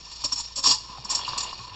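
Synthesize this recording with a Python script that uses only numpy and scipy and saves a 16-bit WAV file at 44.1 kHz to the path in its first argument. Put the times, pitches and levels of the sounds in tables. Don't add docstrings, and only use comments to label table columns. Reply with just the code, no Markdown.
import sys
import numpy as np
from scipy import signal
from scipy.fft import rfft, irfft
from scipy.io import wavfile

SR = 44100
rng = np.random.default_rng(int(sys.argv[2]) if len(sys.argv) > 2 else 0)


def dump(signal):
    limited = np.clip(np.atleast_2d(signal).T, -1, 1)
    pcm = np.round(limited * 32767).astype(np.int16)
    wavfile.write(sys.argv[1], SR, pcm)


def amplitude_ratio(level_db):
    exponent = np.asarray(level_db, float) / 20
    return 10 ** exponent


N = 77175


def rms_one(x):
    return x / np.sqrt(np.mean(x ** 2) + 1e-20)


def drift(rate_hz):
    r = np.exp(-2 * np.pi * rate_hz / SR)
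    noise = rng.standard_normal(N + SR)
    return rms_one(signal.lfilter([1], [1, -2 * r, r * r], noise)[SR:])


def coloured(points):
    hz, db = np.transpose(points)
    grid_hz = np.arange(N // 2 + 1) * SR / N + 1
    gain = amplitude_ratio(np.interp(np.log(grid_hz), np.log(hz), db))
    return rms_one(irfft(rfft(rng.standard_normal(N)) * gain, N))


def time_from(start_s):
    return np.arange(N)[:, None] / SR - start_s


def power_sum(shapes):
    return np.sqrt(np.sum(shapes ** 2, axis=1))


def blips(t, db, length_s):
    rise_share = 0.25
    rise = np.minimum(t, 0) / (rise_share * length_s)
    fall = np.maximum(t, 0) / ((1 - rise_share) * length_s)
    return amplitude_ratio(db - 3.47 * rise ** 2 - 11.3 * fall ** 0.69)


# frequency in Hz, width in Hz, level in dB.
PITCHER = [(1010, 149, 7), (1133, 102, 1), (1801, 69, 3.5), (2487, 227, -0.5), (2828, 84, 1),
           (3383, 53, 1.5), (3712, 56, 6), (4274, 70, 6.5), (4460, 140, 8.5), (4790, 160, 9.5),
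           (5468, 150, 12), (5374, 68, 4.5), (6804, 250, 5.5), (7300, 380, 8.5)]


def pitcher(x, shift_db=0):
    direct_db, foam_rate_hz = -4, 21.5
    out = amplitude_ratio(direct_db) * x
    for hz, width_hz, db in PITCHER:
        r = np.exp(-np.pi * width_hz / SR)
        poles = [1, -2 * r * np.cos(2 * np.pi * hz / SR), r * r]
        fed = x * amplitude_ratio(shift_db * drift(foam_rate_hz)) if shift_db else x
        out = out + amplitude_ratio(db) * (1 - r * r) / 2 * signal.lfilter([1, 0, -1], poles, fed)
    return out


def sounding(colour, envelope, shift_db=0):
    noise = coloured(colour)
    return pitcher(noise * envelope, shift_db) / np.std(pitcher(noise))


# frequency in Hz, level in dB rms.
HUM = [(58, -55.5), (53.7, -73.5)]
# frequency in Hz, level in dB.
RUMBLE = [(20, -7.5), (80, -11), (130, -9.5), (200, -19), (700, -59)]


def machine():
    waver_db, rumble_db = 1.5, -58.5
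    t = np.arange(N) / SR
    out = amplitude_ratio(rumble_db) * coloured([*RUMBLE, (900, -84.0)])
    for hz, db in HUM:
        out = out + np.sqrt(2) * amplitude_ratio(db + waver_db * drift(3)) * np.sin(2 * np.pi * hz * t)
    return out


# time in seconds, hiss level in dB, milk churn level in dB.
JET = [(0, -43, -55), (.15, -44, -69), (.3, -41.5, -62), (.52, -43.5, -66.5), (.8, -42, -61),
       (0.932, -47, -48), (1.03, -50, -49.5), (1.12, -42.5, -39), (1.25, -47, -41), (1.328, -38, -41),
       (1.44, -47.5, -39.5), (1.55, -44, -44), (1.619, -45.5, -51.5), (1.75, -55.5, -45.5)]
# frequency in Hz, level in dB per Hz.
JET_COLOUR = [(300, -13.5), (1000, -6), (2000, -11), (3000, -1.5), (4500, -2.5), (5500, -1.5), (7000, -9.5),
              (8300, -29)]
CHURN_COLOUR = [(300, -11.5), (1000, -5.5), (1900, -15.5), (2800, -5), (3800, -8.5), (5000, -14),
                (8000, -38.5)]
# frequency in Hz, level in dB.
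GURGLE_COLOUR = [(60, -12.5), (130, 1), (200, -6), (500, -3.5), (900, -27)]


def jet():
    hiss_trim_db, hiss_patchy_db = -1, 1.8
    churn_trim_db, churn_patchy_db, foam_shift_db = -2, 2.0, 3.5
    crackles_per_s, crackle_db = 620, -5.5
    gurgle_db, gurgle_follows, gurgle_lumpy_db = -60, 0.4, 1.2
    s, hiss_db, churn_db = np.transpose(JET)
    t = np.arange(N) / SR
    stir_db = np.interp(t, s, churn_db)

    hiss = amplitude_ratio(np.interp(t, s, hiss_db) + hiss_trim_db + hiss_patchy_db * drift(30))
    churn = amplitude_ratio(stir_db + churn_trim_db + churn_patchy_db * drift(57))

    size_db = 5 * np.minimum(rng.exponential(1, N), 4)
    clicks = (rng.random(N) < crackles_per_s / SR) * amplitude_ratio(size_db)
    crackle = rms_one(signal.lfilter([1], [1, -.97], clicks))
    churn = churn * (1 + amplitude_ratio(crackle_db) * crackle)

    follow_db = gurgle_follows * (stir_db - stir_db.mean())
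    gurgle = amplitude_ratio(gurgle_db + follow_db + gurgle_lumpy_db * drift(27)) * coloured(GURGLE_COLOUR)
    heard_hiss = sounding(JET_COLOUR, hiss, foam_shift_db / 2)
    return heard_hiss + sounding(CHURN_COLOUR, churn, foam_shift_db) + gurgle


def bursts(s, db, hold_s):
    attack_s, t60_s = 0.0076, 0.081
    t = time_from(s) + attack_s / 2
    dying_s = np.clip(t - attack_s - hold_s, 0, 1)
    return power_sum(np.clip(t / attack_s, 0, 1) ** 2 * amplitude_ratio(db - 60 * dying_s / t60_s))


# start in seconds, level in dB, hold in seconds, brightness in dB.
TEARS = [(0.112, -36.5, 0.0054, -13), (0.626, -35, .005, 0), (0.205, -35.5, 0.014, -34),
         (0.238, -26, 0.011, -1.5), (0.251, -39, 0.0032, 5), (0.293, -44.5, .015, -27),
         (0.319, -29.5, 0.012, 2.5), (0.355, -35, 0.01, -2.5), (0.374, -31.5, 0.013, -1.5),
         (0.395, -32, 0.01, 0.5), (0.151, -37, 0.015, -30), (0.557, -30, 0.035, 1.5),
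         (0.636, -19, 0.049, -5), (0.666, -18.5, 0.0096, -9), (0.69, -21, 0.011, -1.5),
         (0.705, -17, 0.012, -2.5), (0.725, -26.5, 0.021, -3.5), (0.803, -51.5, 0.0069, -0.5),
         (1.044, -44.5, 0.0059, 10.5), (1.097, -29.5, 0.02, 9), (1.132, -46, 0.0084, 15),
         (1.147, -27.5, 0.0068, 7), (1.167, -35.5, 0.019, 1.5), (1.262, -36.5, 0.0081, -29.5),
         (1.279, -30, 0.0025, -35.5), (1.376, -24.5, 0.0046, 4), (1.402, -24.5, 0.0038, -5),
         (1.42, -34.5, 0.014, 1), (1.487, -43, 0.0022, -30.5), (1.524, -55, 0.01, -21.5)]
# frequency in Hz, level in dB per Hz.
TEAR_COLOUR = [(100, -10.5), (500, -16.5), (1000, -10), (2000, -21), (3000, -8), (5000, -6), (7400, -10.5),
               (8400, -16.5)]


def tears():
    bright_hz, trim_db, spit_db = 6450, -2, 0.5
    s, db, hold_s, bright_db = np.transpose(TEARS)
    spit = amplitude_ratio(trim_db + spit_db * drift(130))
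    noise = coloured(TEAR_COLOUR)
    body = signal.sosfilt(signal.butter(4, bright_hz, "low", fs=SR, output="sos"), noise)
    top = signal.sosfilt(signal.butter(4, bright_hz, "high", fs=SR, output="sos"), noise)
    drive = body * bursts(s, db, hold_s) + top * bursts(s, db + bright_db, hold_s)
    return pitcher(drive * spit) / np.std(pitcher(noise))


# peak in seconds, level in dB, length in seconds, pitch in Hz.
GULPS = [(0.24, -33, 0.0033, 1020), (0.262, -39, 0.014, 1042), (0.325, -31.5, 0.01, 1027),
         (0.402, -39, 0.01, 937), (0.585, -42.5, 0.037, 997), (0.646, -29, 0.0098, 1040),
         (0.661, -25, 0.0091, 1022), (0.717, -49, 0.0059, 990), (0.731, -30, 0.011, 983),
         (0.9, -42.5, 0.021, 1010), (0.933, -38.5, 0.0074, 1010), (0.983, -41, 0.0051, 810),
         (1.056, -37, 0.008, 980), (1.109, -36.5, 0.022, 1060), (1.124, -33, 0.004, 1062),
         (1.148, -34.5, 0.0048, 1080), (1.175, -38, 0.0086, 1023), (1.195, -30, 0.0076, 1010),
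         (1.281, -25.5, 0.0053, 1003), (1.286, -33, 0.0035, 1010), (1.308, -37.5, 0.0042, 1010),
         (1.335, -27, 0.0073, 1005), (1.368, -38, 0.042, 1089), (1.387, -44.5, 0.011, 1025),
         (1.456, -31.5, 0.0073, 995), (1.531, -32.5, 0.0067, 1042), (1.604, -39, 0.015, 1088),
         (1.678, -41, 0.0096, 1018), (1.654, -43.5, 0.03, 1005), (1.723, -45, 0.035, 1010),
         (0.85, -50.5, 0.046, 1030), (0.954, -42.5, 0.014, 1053), (1.437, -38.5, 0.018, 1010)]
# frequency in Hz, level in dB per Hz.
GULP_COLOUR = [(300, -5.5), (600, -22), (1050, -7.5), (1500, -7), (4000, -58.5)]


def gulps():
    trim_db, rise_hz_per_s, froth_db = 1.5, 2000, -8
    s, db, length_s, hz = np.transpose(GULPS)
    t = time_from(s)
    shapes = blips(t, db + trim_db, length_s)
    cycles = t * (hz + rise_hz_per_s * t / 2)
    tones = np.sqrt(2) * np.sum(shapes * np.sin(2 * np.pi * cycles), axis=1)
    return tones + sounding(GULP_COLOUR, amplitude_ratio(froth_db) * power_sum(shapes))


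# peak in seconds, level in dB, length in seconds.
CHIRPS = [(0.246, -30, .012), (0.262, -24, .009), (0.326, -18, 0.0071), (0.333, -21, 0.0078),
          (0.362, -31.5, 0.017), (0.384, -29, 0.024), (0.409, -33, 0.011), (0.463, -36.5, 0.014),
          (0.567, -33.5, 0.008), (0.584, -29.5, 0.032), (0.667, -16, 0.016), (0.684, -30, 0.0072),
          (.718, -18.5, .012), (1.053, -30.5, 0.0086), (1.097, -30, 0.005), (1.104, -27.5, 0.024),
          (1.113, -28, 0.007), (1.135, -23, 0.0031), (1.152, -20, 0.0087), (1.158, -22, 0.005),
          (1.192, -36, 0.011), (1.332, -32.5, 0.0052), (1.388, -33.5, 0.0077), (1.408, -38, 0.0093)]


def chirps():
    s, db, length_s = np.transpose(CHIRPS)
    level = power_sum(blips(time_from(s), db, length_s))
    hz = 5454 + 95 * drift(250)
    return np.sqrt(2) * level * np.sin(2 * np.pi * np.cumsum(hz) / SR)


# peak in seconds, level in dB, length in seconds, pitch in Hz.
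HEAVES = [(.25, -41, 0.011, 285), (.251, -39.5, 0.012, 591), (0.333, -48.5, 0.02, 270),
          (.594, -46.5, 0.014, 280), (.584, -45, 0.014, 580), (0.59, -49, 0.049, 540),
          (0.68, -38.5, 0.014, 265), (.705, -39.5, 0.017, 260), (.678, -43, 0.015, 440),
          (.725, -46, .02, 440), (0.75, -37.5, 0.018, 870), (0.67, -38, 0.024, 970), (0.9, -41, .006, 200),
          (.984, -42.5, .003, 670), (1.297, -43.5, .03, 127), (1.6, -47.5, 0.017, 180),
          (1.338, -44, 0.0082, 540), (3.2, -49, 0.016, 560), (.255, -51, 0.057, 125),
          (0.719, -45, 0.061, 115.7), (.997, -44.5, 0.0308, 130), (1.2, -51, 0.016, 120),
          (1.4, -48.5, 0.027, 118), (1.055, -45.5, 0.022, 200), (1.61, -42, 0.022, 115),
          (1.73, -48.5, 0.05, 100)]


def heaves():
    s, db, length_s, hz = np.transpose(HEAVES)
    t = time_from(s)
    return np.sqrt(2) * np.sum(blips(t, db, length_s) * np.sin(2 * np.pi * hz * t), axis=1)


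# peak in seconds, level in dB, length in seconds, pitch in Hz.
POPS = [(0.651, -32, .01, 4850), (0.672, -18.5, .008, 4900), (0.694, -16.5, .005, 4900),
        (0.7, -17, .006, 4270), (.713, -15.5, 0.014, 4840), (.786, -30, .005, 4800),
        (.573, -36, 0.034, 7480), (1.114, -31.5, 0.014, 7450), (1.156, -31, .008, 7300),
        (.252, -30, .012, 7030), (.395, -32, .025, 7060), (1.177, -37, .006, 4750),
        (1.23, -37.5, 0.044, 3330), (1.236, -35, 0.0055, 4140), (1.25, -30.5, .007, 4270),
        (1.254, -33, 0.0085, 2820), (1.268, -34.5, 0.0091, 2785), (1.291, -26.5, .005, 4710),
        (1.308, -34, 0.0059, 4730), (1.325, -42, 0.013, 2850), (1.336, -35, 0.0068, 3700),
        (1.381, -31, 0.0055, 4350), (1.382, -34.5, 0.0075, 2790), (1.378, -36, 0.004, 7250),
        (1.408, -33, 0.0039, 4460), (1.435, -30.5, 0.017, 7000), (1.443, -39, 0.0089, 2860),
        (1.476, -45, 0.017, 2775), (1.485, -36.5, 0.0067, 4800), (1.495, -32, 0.0049, 4380),
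        (1.534, -37, 0.011, 4670), (1.545, -41, 0.013, 4340), (1.557, -40.5, 0.0072, 4500),
        (1.595, -43, 0.011, 4460), (1.616, -43, 0.013, 4230), (1.651, -43.5, .012, 4280),
        (1.686, -47, .012, 4180)]


def pops():
    wander_hz = 160
    s, db, length_s, hz = np.transpose(POPS)
    t = time_from(s)
    wander_cycles = np.cumsum(wander_hz * drift(250))[:, None] / SR
    tones = np.sin(2 * np.pi * (hz * t + wander_cycles))
    return np.sqrt(2) * np.sum(blips(t, db, length_s) * tones, axis=1)


def kitchen(x):
    t60_s, onset_s, level_db = 0.36, 0.0086, -16
    t = np.arange(SR // 2) / SR
    tail = rng.standard_normal(len(t)) * amplitude_ratio(-60 * t / t60_s) * np.clip(t / onset_s, 0, 1)
    tail = tail / np.sqrt(np.sum(tail ** 2))
    return amplitude_ratio(level_db) * signal.fftconvolve(x, tail)[:N]


def scene():
    froth = jet() + tears() + gulps() + chirps() + heaves() + pops()
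    return (froth + kitchen(froth) + machine())[None]


def low_pass(x):
    return signal.sosfilt(signal.butter(12, 8950, fs=SR, output="sos"), x)


def record(dry):
    cutoff_hz = 9057
    cut = signal.sosfilt(signal.cheby2(16, 75, cutoff_hz, fs=SR, output="sos"), dry)
    return low_pass(cut)


dry = scene()
out = record(dry)
dump(out)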